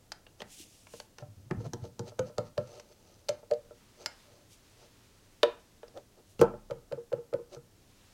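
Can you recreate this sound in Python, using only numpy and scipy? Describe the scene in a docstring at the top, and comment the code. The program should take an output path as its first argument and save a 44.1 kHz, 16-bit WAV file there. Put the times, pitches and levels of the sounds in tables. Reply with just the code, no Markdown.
"""On a workshop bench, a flat screwdriver taps and then pries at an engine's cast aluminium side cover.
Steel clicks are cracks of noise through blade resonances; the cover's knocks are damped modes; handle
bumps, then the rocking engine, thud as soft low pushes. Rubber, cloth and scrapes are noise in swells.
A rest with scattered clicks follows; then the seal cracks, the cover jumps, clatters and jolts the bench,
and is levered loose and settles. Small-room reflections follow each blow; quiet air lies underneath."""
import sys
import numpy as np
from scipy import signal
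from scipy.fft import rfft, irfft, next_fast_len
from scipy.io import wavfile
from scipy.ndimage import map_coordinates

SR = 44100
rng = np.random.default_rng(int(sys.argv[2]) if len(sys.argv) > 2 else 0)


def unload_wav(signal):
    """Save mono or channel-first audio to the path in sys.argv[1] as 16-bit WAV at rate SR, clipped to [-1, 1]."""
    wavfile.write(
        sys.argv[1],
        SR,
        np.round(np.clip(np.atleast_2d(signal).T, -1, 1) * 32767).astype(np.int16),
    )


N = 358533
AGE = np.arange(SR // 2) / SR  # seconds since a contact
FIRST_10_MS, FIRST_20_MS, FIRST_31_MS = SR // 100, SR // 50, SR // 32  # stretches that set a level, samples

# Lever strokes in the joint: start_s, body_db, clank_db, clack_db, tick_db, blade_hz, return_scrape_db
PRY_STROKES = [(1.5098,-35,-43.5,-42.5,-55.5,1620,-65), (1.734,-40.5,-49,-53.5,-42,6100,-59),
               (1.9935,-39,-50,-59.5,-46.5,6100,-56), (2.192,-28.5,-42.5,-49,-43,6570,-60),
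               (2.382,-28.5,-42.5,-49.5,-42,4630,-64.5), (2.578,-27.5,-45.5,-46.5,-47,4600,-62),
               (3.29,-26.5,-49.5,-44.5,-36,6130,-70), (3.511,-23,-53,-51.5,-48.5,4600,-96)]
# As the seal gives, the cover sounds higher and the bench gets less force: time_s, pitch_hz, thud_db
SEAL_GIVING = [(1.51,383,-41), (2.19,510,-38.5), (2.58,565,-41.5), (3.29,570,-53), (3.51,570,-55)]
FREE_HZ, RING_GROWTH = 558, 1.05  # pitch (Hz) of full ring time; power by which ring time follows pitch
# After a pry the tip drags back: share of the gap to the next stroke, longest delay (s), spread (s)
RETURN_SHARE, RETURN_MAX_S, RETURN_SPREAD_S = .45, 0.197, .013

# The seal cracks, then the cover jumps: start_s, body_db, clank_db, clack_db, tick_db, fizz_db, thud_db
SEAL_CRACKS = [(6.393,-35,-51.5,-50.5,-56.5,-65.5,-37.5), (6.4137,-14.5,-31,-38.5,-41,-43.5,-31.5)]
LOOSE_S = 6.416  # the cover jumps loose
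BOUNCE_S, BOUNCE_LOSS_DB, FIRST_BOUNCE_DB = .018, 5.5, -36.5  # spacing, loss per bounce, first clank
# Bench modes under the jolt, before its taper: pitch_hz, level_db, t60_s
BENCH_MODES = [(31,-51,3), (47,-54.5,0.6), (177,-56,0.28), (192,-45,0.56), (215.4,-36,0.57), (264,-46,0.34)]

# The loose cover is levered out and falls back: start_s, body_db, fall_db
LOOSE_STROKES = [(6.709,-33,-53.5), (6.923,-32.5,-40), (7.1281,-27.5,-40.5), (7.3371,-27.5,-41)]
SLACK_S, FALL_S = .0095, .052  # slack is taken up this long before the knock; the fall comes after it

# The tip clicks on the metal as it lands, or at 4.06 s as it pulls out:
# start_s, body_db, clack_db, tick_db, blade_hz
TIP_CLICKS = [(0.1191,-59.5,-47,-41.5,4840), (0.266,-63,-57.5,-66,2970), (0.404,-51.5,-52.5,-54,2960),
              (0.4187,-48.5,-47,-49,1730), (0.869,-68,-58,-67,2250), (0.937,-47,-60,-63,4500),
              (1,-52.5,-52.5,-47,4230), (1.184,-59,-53.5,-53.5,5700), (2.798,-56,-58,-55,5750),
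              (3.2863,-62,-54,-41,4700), (3.536,-70,-63,-54,4600), (4.06,-53,-40,-32.5,5070),
              (5.431,-19.5,-28.5,-29.5,3780), (5.831,-47,-58.5,-78,3800), (5.88,-62.5,-70,-62,5230),
              (5.974,-48.5,-68,-59,3550)]
CLICK_SPOT_HZ = 548
RING_DOUBLING_DB, FULL_RING_DB = 28.5, -20.5  # a harder contact rings longer, fully at this body level
PULL_OUT_S = 4.0605
# The blade rings on, clear of the joint: pitch_hz, level_db, t60_s
FREE_BLADE_MODES = [(1426,-44,0.12), (2140,-49,0.18), (2270,-56,.2), (5210,-61,.22), (5230,-57,0.33),
                    (7230,-48,0.12), (7200,-49,0.11)]

# The cover settles softly on its case: start_s, body_db, pitch_hz
COVER_SETTLES = [(1.223,-48.5,672), (1.603,-46,466), (1.8415,-45,540), (2.119,-52,580), (2.296,-50.5,560),
                 (3.429,-51.5,543), (3.708,-50,551), (6.538,-43,532), (7.565,-46,460)]
# Soft thuds: the handle bumps in the first second, later the engine rocks on the bench:
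# start_s, level_db, pitch_hz
SOFT_THUDS = [(0.416,-53,213), (0.599,-57.5,326), (0.935,-57,217), (1.219,-46.5,132), (1.283,-55,103),
              (1.366,-51,101), (1.452,-54.5,121), (1.511,-35.5,161.4), (1.571,-34,114), (1.657,-42,144),
              (1.82,-40.5,112), (7.566,-51.5,129)]

# Bending modes of the whole cover, at ring length 1: pitch_hz, relative_db, t60_s
COVER_MODES = [(370,3,0.12), (473.1,3,0.14), (513,-8,0.14), (583.5,2.5,0.049), (594.8,-3.5,0.14),
               (685,-8,0.076), (755,-6,0.15)]
# Higher modes of the cover's wall, at ring length 1: pitch_hz, relative_db, t60_s
WALL_MODES = [(877,5.5,0.05), (977,-6.5,0.13), (1043,-3,0.075), (1259,2,0.052), (1334,3,0.079),
              (1470,-13,.14), (1500,-11,0.076), (1700,-11.5,0.023)]
# Modes of the steel blade: pitch_hz, relative_db, t60_s
BLADE_MODES = [(2280,-15.5,0.04), (3094,-3,0.057), (4340,9,0.021), (4880,3,0.042), (5660,-17.5,.05),
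               (7130,-4,0.029), (8370,-13,0.037)]

# The tip drags along the joint: centre_s, spread_s, grit_db, body_db
TIP_SCRAPES = [(0.408,0.0072,-55,-55), (1.205,0.0098,-64,-55), (1.66,0.01,-57.5,-40.5),
               (2.735,0.055,-61,-54.5), (2.916,0.014,-65.5,-61.5), (3.108,0.088,-69,-66),
               (4.019,0.017,-57.5,-51.5), (4.35,0.054,-72,-62), (4.83,0.03,-66,-60.5),
               (5.977,0.012,-66,-43), (6.192,0.01,-78,-55), (6.415,0.0072,-41,-46.5),
               (7.54,0.013,-56,-49.5)]
# The rubber glove slides on the handle: centre_s, spread_s, level_db
GLOVE_SLIDES = [(.535,0.025,-53.5), (.605,0.024,-50), (.74,0.1,-62.5), (.96,0.038,-56), (4.53,0.018,-59.5),
                (6.31,0.024,-66.5)]
# The sleeve moves with the arm: centre_s, spread_s, level_db
SLEEVE_MOVES = [(3.88,0.16,-67.5), (4.2,0.12,-64.5), (4.75,0.18,-67), (5.3,0.53,-69), (8.08,0.17,-66)]

# Colour of gritty steel sliding: frequency_hz, relative_db
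GRIT_COLOUR = [(1200,-35), (2000,-8), (2800,-5), (3500,-7), (4500,-1), (5400,-5), (6150,0.5), (6900,-9.5),
               (14000,-27.5)]
# Colour of rubber rubbing: frequency_hz, relative_db
RUBBER_COLOUR = [(1000,-29.5), (2000,-6.5), (2800,2.5), (4000,-1), (6000,3.5), (9700,-1), (16000,-15)]
# Colour of cloth rubbing: frequency_hz, relative_db
CLOTH_COLOUR = [(400,-27), (900,0.5), (1800,-0.5), (3600,-1), (6500,-4), (10000,-11), (16000,-22.5)]

# Decay of the small room: frequency_hz, t60_s
ROOM_DECAY = [(100, 0.32), (500, 0.27), (1300, 0.37), (5000, 0.28), (14000, 0.06)]
# Colour of the room's reflections: frequency_hz, relative_db
REFLECTION_COLOUR = [(80,6), (200,8.5), (500,-1.5), (750,-3), (1100,-8.5), (1800,-9), (3500,-8.5),
                     (6000,-11), (14000,-0.5)]
# Colour of the workshop's air: frequency_hz, relative_db
AIR_COLOUR = [(12,-19.5), (22,3.5), (60,-4.5), (107,3.5), (146,-6.5), (190,-4.5), (350,-8), (590,-12),
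              (1000,-19.5), (2200,-24), (6000,-22), (15000,-30)]
AIR_DB = -62.5
TOP_HZ = 16000  # top of the camera's band


def pries(fizz_db=-18, overtone_db=-7, lead_s=0.00712, lead_db=-16, lead_clank_db=-16):
    """Each lever stroke takes up slack, snaps the tip, knocks the cover and shoves the engine on the bench."""
    out = np.zeros(N)
    seal_s, seal_hz, seal_db = np.transpose(SEAL_GIVING)
    for s, body_db, clank_db, clack_db, tick_db, blade_hz, _ in PRY_STROKES:
        spot_hz = np.interp(s, seal_s, seal_hz)
        thud_db = np.interp(s, seal_s, seal_db)
        slack = knock(body_db + lead_db, clank_db + lead_clank_db, spot_hz=643, length=1.0, hard_rise_s=0.008)
        add(out, s - lead_s, slack)
        add(out, s, knock(body_db, clank_db, spot_hz, length=(spot_hz / FREE_HZ) ** RING_GROWTH))
        add(out, s, click(clack_db, tick_db, tick_db + fizz_db, blade_hz, blade_db=9.5))
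        add(out, s, thud(thud_db, hz=116.4) + thud(thud_db + overtone_db, hz=204))
    return out


def breakaway(overtone_db=-2):
    """The seal lets go in two quick cracks that shake the engine."""
    out = np.zeros(N)
    for s, body_db, clank_db, clack_db, tick_db, fizz_db, thud_db in SEAL_CRACKS:
        add(out, s, knock(body_db, clank_db, spot_hz=506, length=0.63))
        add(out, s, click(clack_db, tick_db, fizz_db, blade_hz=2700, blade_db=9.5))
        add(out, s, thud(thud_db, hz=131) + thud(thud_db + overtone_db, hz=215))
    return out


def clatter(body_db=-4, count=4):
    """After the jump the cover bounces on its rim, each time more weakly."""
    out = np.zeros(N)
    for k in range(count):
        clank_db = FIRST_BOUNCE_DB - k * BOUNCE_LOSS_DB
        bounce = knock(clank_db + body_db, clank_db, spot_hz=710, length=1.6, hard_rise_s=.012)
        add(out, LOOSE_S + (k + .5) * BOUNCE_S, bounce)
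    return out


def jolt():
    """When the cover jumps loose, the whole bench shudders in its damped modes."""
    out = np.zeros(N)
    taper = (1 - AGE / AGE[-1]) ** .5  # silent after half a second
    add(out, LOOSE_S, ring(BENCH_MODES, 1, scatter_db=3.0) * swell(.008) * taper)
    return out


def wiggles(lead_db=-9, lead_clank_db=-26, ring_db=-7, fall_clank_db=-24):
    """The loose cover takes up its slack, knocks against the blade and drops back."""
    out = np.zeros(N)
    for s, db, fall_db in LOOSE_STROKES:
        add(out, s - SLACK_S, knock(db + lead_db, db + lead_clank_db, spot_hz=513, length=0.83))
        add(out, s, nudge(db) + knock(db + ring_db, clank_db=-50, spot_hz=450.5, length=1.0))
        add(out, s, click(clack_db=-52.5, tick_db=-56, fizz_db=-70.5, blade_hz=1730, blade_db=-12))
        add(out, s, thud(db=-47, hz=135))
        add(out, s + FALL_S, knock(fall_db, fall_db + fall_clank_db, spot_hz=452, length=1.03))
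    return out


def tip_clicks(clank_db=-7, fizz_db=-19):
    """The tip clicks on the metal and the cover answers; pulled clear, the blade rings freely."""
    out = np.zeros(N)
    for s, body_db, clack_db, tick_db, blade_hz in TIP_CLICKS:
        length = 2 ** ((body_db - FULL_RING_DB) / RING_DOUBLING_DB)
        add(out, s, knock(body_db, (body_db + clack_db) / 2 + clank_db, CLICK_SPOT_HZ, length))
        add(out, s, click(clack_db, tick_db, tick_db + fizz_db, blade_hz, blade_db=17))
    add(out, PULL_OUT_S, ring(FREE_BLADE_MODES, 1, scatter_db=1.5))
    return out


def settling(clank_db=-14):
    """The cover sinks back on its case with soft knocks; the handle bumps, later the engine rocks: soft thuds."""
    out = np.zeros(N)
    for s, db, spot_hz in COVER_SETTLES:
        add(out, s, knock(db, db + clank_db, spot_hz, length=0.91))
    for s, db, hz in SOFT_THUDS:
        add(out, s, thud(db, hz))
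    return out


def knock(db, clank_db, spot_hz, length, hard_rise_s=0.00084, octaves=0.16, rattle_db=-3, chatter_db=-7):
    """The cover's low modes ring as the spot and the hand allow; its wall adds a short clank."""
    favour = lambda hz: 1 / (1 + (np.log2(hz / spot_hz) / octaves) ** 2)
    rise = min(hard_rise_s * amp(db - clank_db - 13.5), .008)  # a blow with little clank is a slow push
    modes = ring(COVER_MODES, length, scatter_db=4.5, weight=favour) * swell(rise)
    body = unit(band(modes, spot_hz * 0.65, spot_hz * 1.187), FIRST_20_MS)
    rattle = unit(band(burst(0.028) * swell(rise), spot_hz * 0.61, 860), FIRST_20_MS)
    wall = unit(ring(WALL_MODES, length ** .5, scatter_db=5.0) * swell(rise / 2), FIRST_20_MS)
    chatter = unit(band(burst(0.021) * swell(rise / 2), 850, 1500), FIRST_20_MS)
    clank = unit(wall + amp(chatter_db) * chatter, FIRST_20_MS)
    low = in_room(amp(db) * body, wet_db=-21.0)
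    return low + in_room(amp(clank_db) * (clank + amp(rattle_db) * rattle), wet_db=-8.5)


def click(clack_db, tick_db, fizz_db, blade_hz, blade_db, crack_t60=0.022, snap_db=8, ring_db=-11,
          sharpness=9, casting_db=-4, rim_hz=1750, rim_db=6):
    """Steel cracks on aluminium: noise coloured by a blade resonance and the cover's rim, plus a faint ring."""
    crack = unit(burst(crack_t60) + amp(snap_db) * burst(0.0018), FIRST_10_MS)
    resonance = lambda hz: signal.lfilter(*signal.iirpeak(hz, sharpness, fs=SR), crack)
    blade_ring = unit(ring(BLADE_MODES, 1, scatter_db=1.5), FIRST_10_MS)
    steel = crack + amp(blade_db) * resonance(blade_hz) + amp(ring_db) * blade_ring
    rim = amp(rim_db) * resonance(rim_hz)
    clack = amp(clack_db) * unit(band(steel + rim, 1200, 2960, order=4), FIRST_10_MS)
    tick = amp(tick_db) * unit(band(steel, 3100, 7600, order=4), FIRST_10_MS)
    fizz = amp(fizz_db) * unit(band(crack, 7800, 14000, order=2), FIRST_10_MS)
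    # A dull tock stands for the part of the crack that passes into the casting.
    tock = amp(clack_db + casting_db) * unit(band(burst(0.027), 620, 1250, order=2), FIRST_10_MS)
    return in_room(tick + fizz, wet_db=-11.5) + in_room(clack + tock, wet_db=-7.5)


def thud(db, hz, push_s=0.0062):
    """A soft low push that swells and dies in a few cycles, with a brief boom as of bench boards."""
    u = AGE / push_s * hz / 120  # a low push also swells and dies more slowly
    push = unit(np.sin(2 * np.pi * hz * AGE) * u ** 2 * np.exp(-u), FIRST_31_MS)
    boards = amp(-10) * unit(band(burst(.18) * swell(.006), 75, 280), FIRST_31_MS)
    return in_room(amp(db) * unit(push + boards, FIRST_31_MS), wet_db=-17)


def nudge(db, hz=535, push_s=0.0019):
    """The blade bears on the cover and damps it at once: a knock of only a few cycles."""
    u = AGE / push_s
    envelope = (u * u * np.exp(-u / 2)) ** 2
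    cycles = unit(np.sin(2 * np.pi * hz * AGE) * envelope, FIRST_20_MS)
    return in_room(amp(db) * cycles, wet_db=-21.5)


def scrapes(wall_db=-8):
    """The dragged tip hisses and sets the cover's wall and body singing."""
    strokes = list(TIP_SCRAPES) + return_strokes()
    grit, body = level(strokes, 2), level(strokes, 3)
    wall = amp(wall_db) * np.sqrt(grit * body)
    rasp = grainy(hiss(GRIT_COLOUR), rate=400, depth=3)
    return grit * rasp + wall * rubbed(WALL_MODES) + body * rubbed(COVER_MODES)


def return_strokes(body_db=7):
    """After each pry the tip drags back; rows as in TIP_SCRAPES."""
    gaps = np.diff([row[0] for row in PRY_STROKES], append=N / SR)
    rows = []
    for (s, *_, grit_db), gap in zip(PRY_STROKES, gaps):
        delay = min(RETURN_SHARE * gap, RETURN_MAX_S)
        rows.append((s + delay, RETURN_SPREAD_S, grit_db, grit_db + body_db))
    return rows


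def rustle():
    """Rubber on the handle and cloth on the arm rub in smooth swishes of noise."""
    glove = level(GLOVE_SLIDES, 2) * grainy(hiss(RUBBER_COLOUR), rate=200, depth=.7)
    sleeve = level(SLEEVE_MOVES, 2) * grainy(hiss(CLOTH_COLOUR), rate=40, depth=1)
    return glove + sleeve


def in_room(x, wet_db, gap_s=0.00067):
    """A contact, direct, plus its own fainter tail of reflections from shelves and walls."""
    hz, t, z = signal.stft(rng.standard_normal(len(AGE)), SR, nperseg=256)
    z = z * np.exp(-np.log(1000) * t / along(ROOM_DECAY, hz)[:, None])
    z = z * amp(along(REFLECTION_COLOUR, hz))[:, None]
    tail = signal.istft(z, SR, nperseg=256)[1][:len(AGE)] * swell(gap_s)
    reflections = signal.fftconvolve(x, tail / np.linalg.norm(tail))[:len(x)]
    return x + amp(wet_db) * reflections


def workshop_air():
    """The quiet air of the workshop: steady noise, strongest in the lows."""
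    return amp(AIR_DB) * hiss(AIR_COLOUR)


def ring(modes, length, scatter_db, weight=lambda hz: 1):
    """Damped modes, struck at new strengths each time."""
    out = np.zeros(len(AGE))
    for hz, db, t60 in modes:
        strength = weight(hz) * amp(db + scatter_db * rng.standard_normal())
        out += strength * np.sin(2 * np.pi * hz * AGE) * fade(t60 * length)
    return out


def burst(t60):
    """A dying puff of noise."""
    return rng.standard_normal(len(AGE)) * fade(t60)


def fade(t60):
    """Exponential decay after a contact, 60 dB in t60 seconds."""
    return np.exp(-np.log(1000) * AGE / max(t60, 1e-4))


def swell(seconds):
    """Soft exponential onset of a contact."""
    return 1 - np.exp(-AGE / max(seconds, 1e-5))


def rubbed(modes):
    """Noise of rms 1 that sings in the given modes, each a resonance as wide as its damping."""
    def gain(hz):
        return np.sqrt(sum(amp(2 * db) / (1 + ((hz - f) * t60) ** 2) for f, db, t60 in modes))
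    return unit(filtered(rng.standard_normal(N), gain))


def grainy(noise, rate, depth):
    """Sliding contact grips unevenly: a random level flutter, depth in dB, rate in knots a second."""
    return unit(noise * amp(np.clip(depth, 0, 4) * wobble(rate)))


def wobble(rate):
    """A smooth random curve, rate knots a second."""
    knots = rng.standard_normal(int(N * rate / SR) + 4)
    return map_coordinates(knots, [np.arange(N) * rate / SR])


def hiss(spectrum):
    """Coloured noise of rms 1."""
    return unit(filtered(rng.standard_normal(N), lambda hz: amp(along(spectrum, hz))))


def level(strokes, db_column):
    """Gain per sample of strokes that swell and die away; their powers add."""
    t = np.arange(0, N, 64)
    power = np.zeros(len(t))
    for row in strokes:
        u = np.clip((t / SR - row[0]) / row[1], -30, 30)
        power += (amp(row[db_column]) / np.cosh(u)) ** 2
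    return np.interp(np.arange(N), t, np.sqrt(power))


def filtered(x, gain):
    """x times a gain that depends on frequency."""
    m = next_fast_len(N + SR // 2)
    return irfft(rfft(x, m) * gain(np.fft.rfftfreq(m, 1 / SR)), m)[:N]


def band(x, lo_hz, hi_hz, order=3):
    """Causal band-pass."""
    edges = np.clip([lo_hz, max(hi_hz, lo_hz + 10)], 10, SR / 2 - 10)
    return signal.sosfilt(signal.butter(order, edges, 'band', fs=SR, output='sos'), x)


def along(points, hz):
    """Read (Hz, value) points on a log axis."""
    f, v = np.transpose(points)
    return np.interp(np.log(hz + 1), np.log(f + 1), v)


def amp(db):
    """Decibels to gain."""
    return 10 ** (np.asarray(db) / 20)


def unit(x, size=None):
    """Scale so that the first size samples (or all) have rms 1."""
    return x / np.sqrt(np.mean(x[:size] ** 2) + 1e-20)


def add(track, s, x):
    """Mix x into the track at time s."""
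    part = track[max(round(s * SR), 0):][:len(x)]
    part += x[:len(part)]


def scene():
    """All contacts and rubbing over the quiet air of the workshop."""
    contacts = tip_clicks() + pries() + breakaway() + clatter() + jolt() + wiggles() + settling()
    return (contacts + scrapes() + rustle() + workshop_air())[None]


def record(dry):
    """The camera keeps only what lies below its band limit, on one channel."""
    return filtered(dry[0], lambda hz: hz < TOP_HZ)[None]


dry = scene()
out = record(dry)
unload_wav(out)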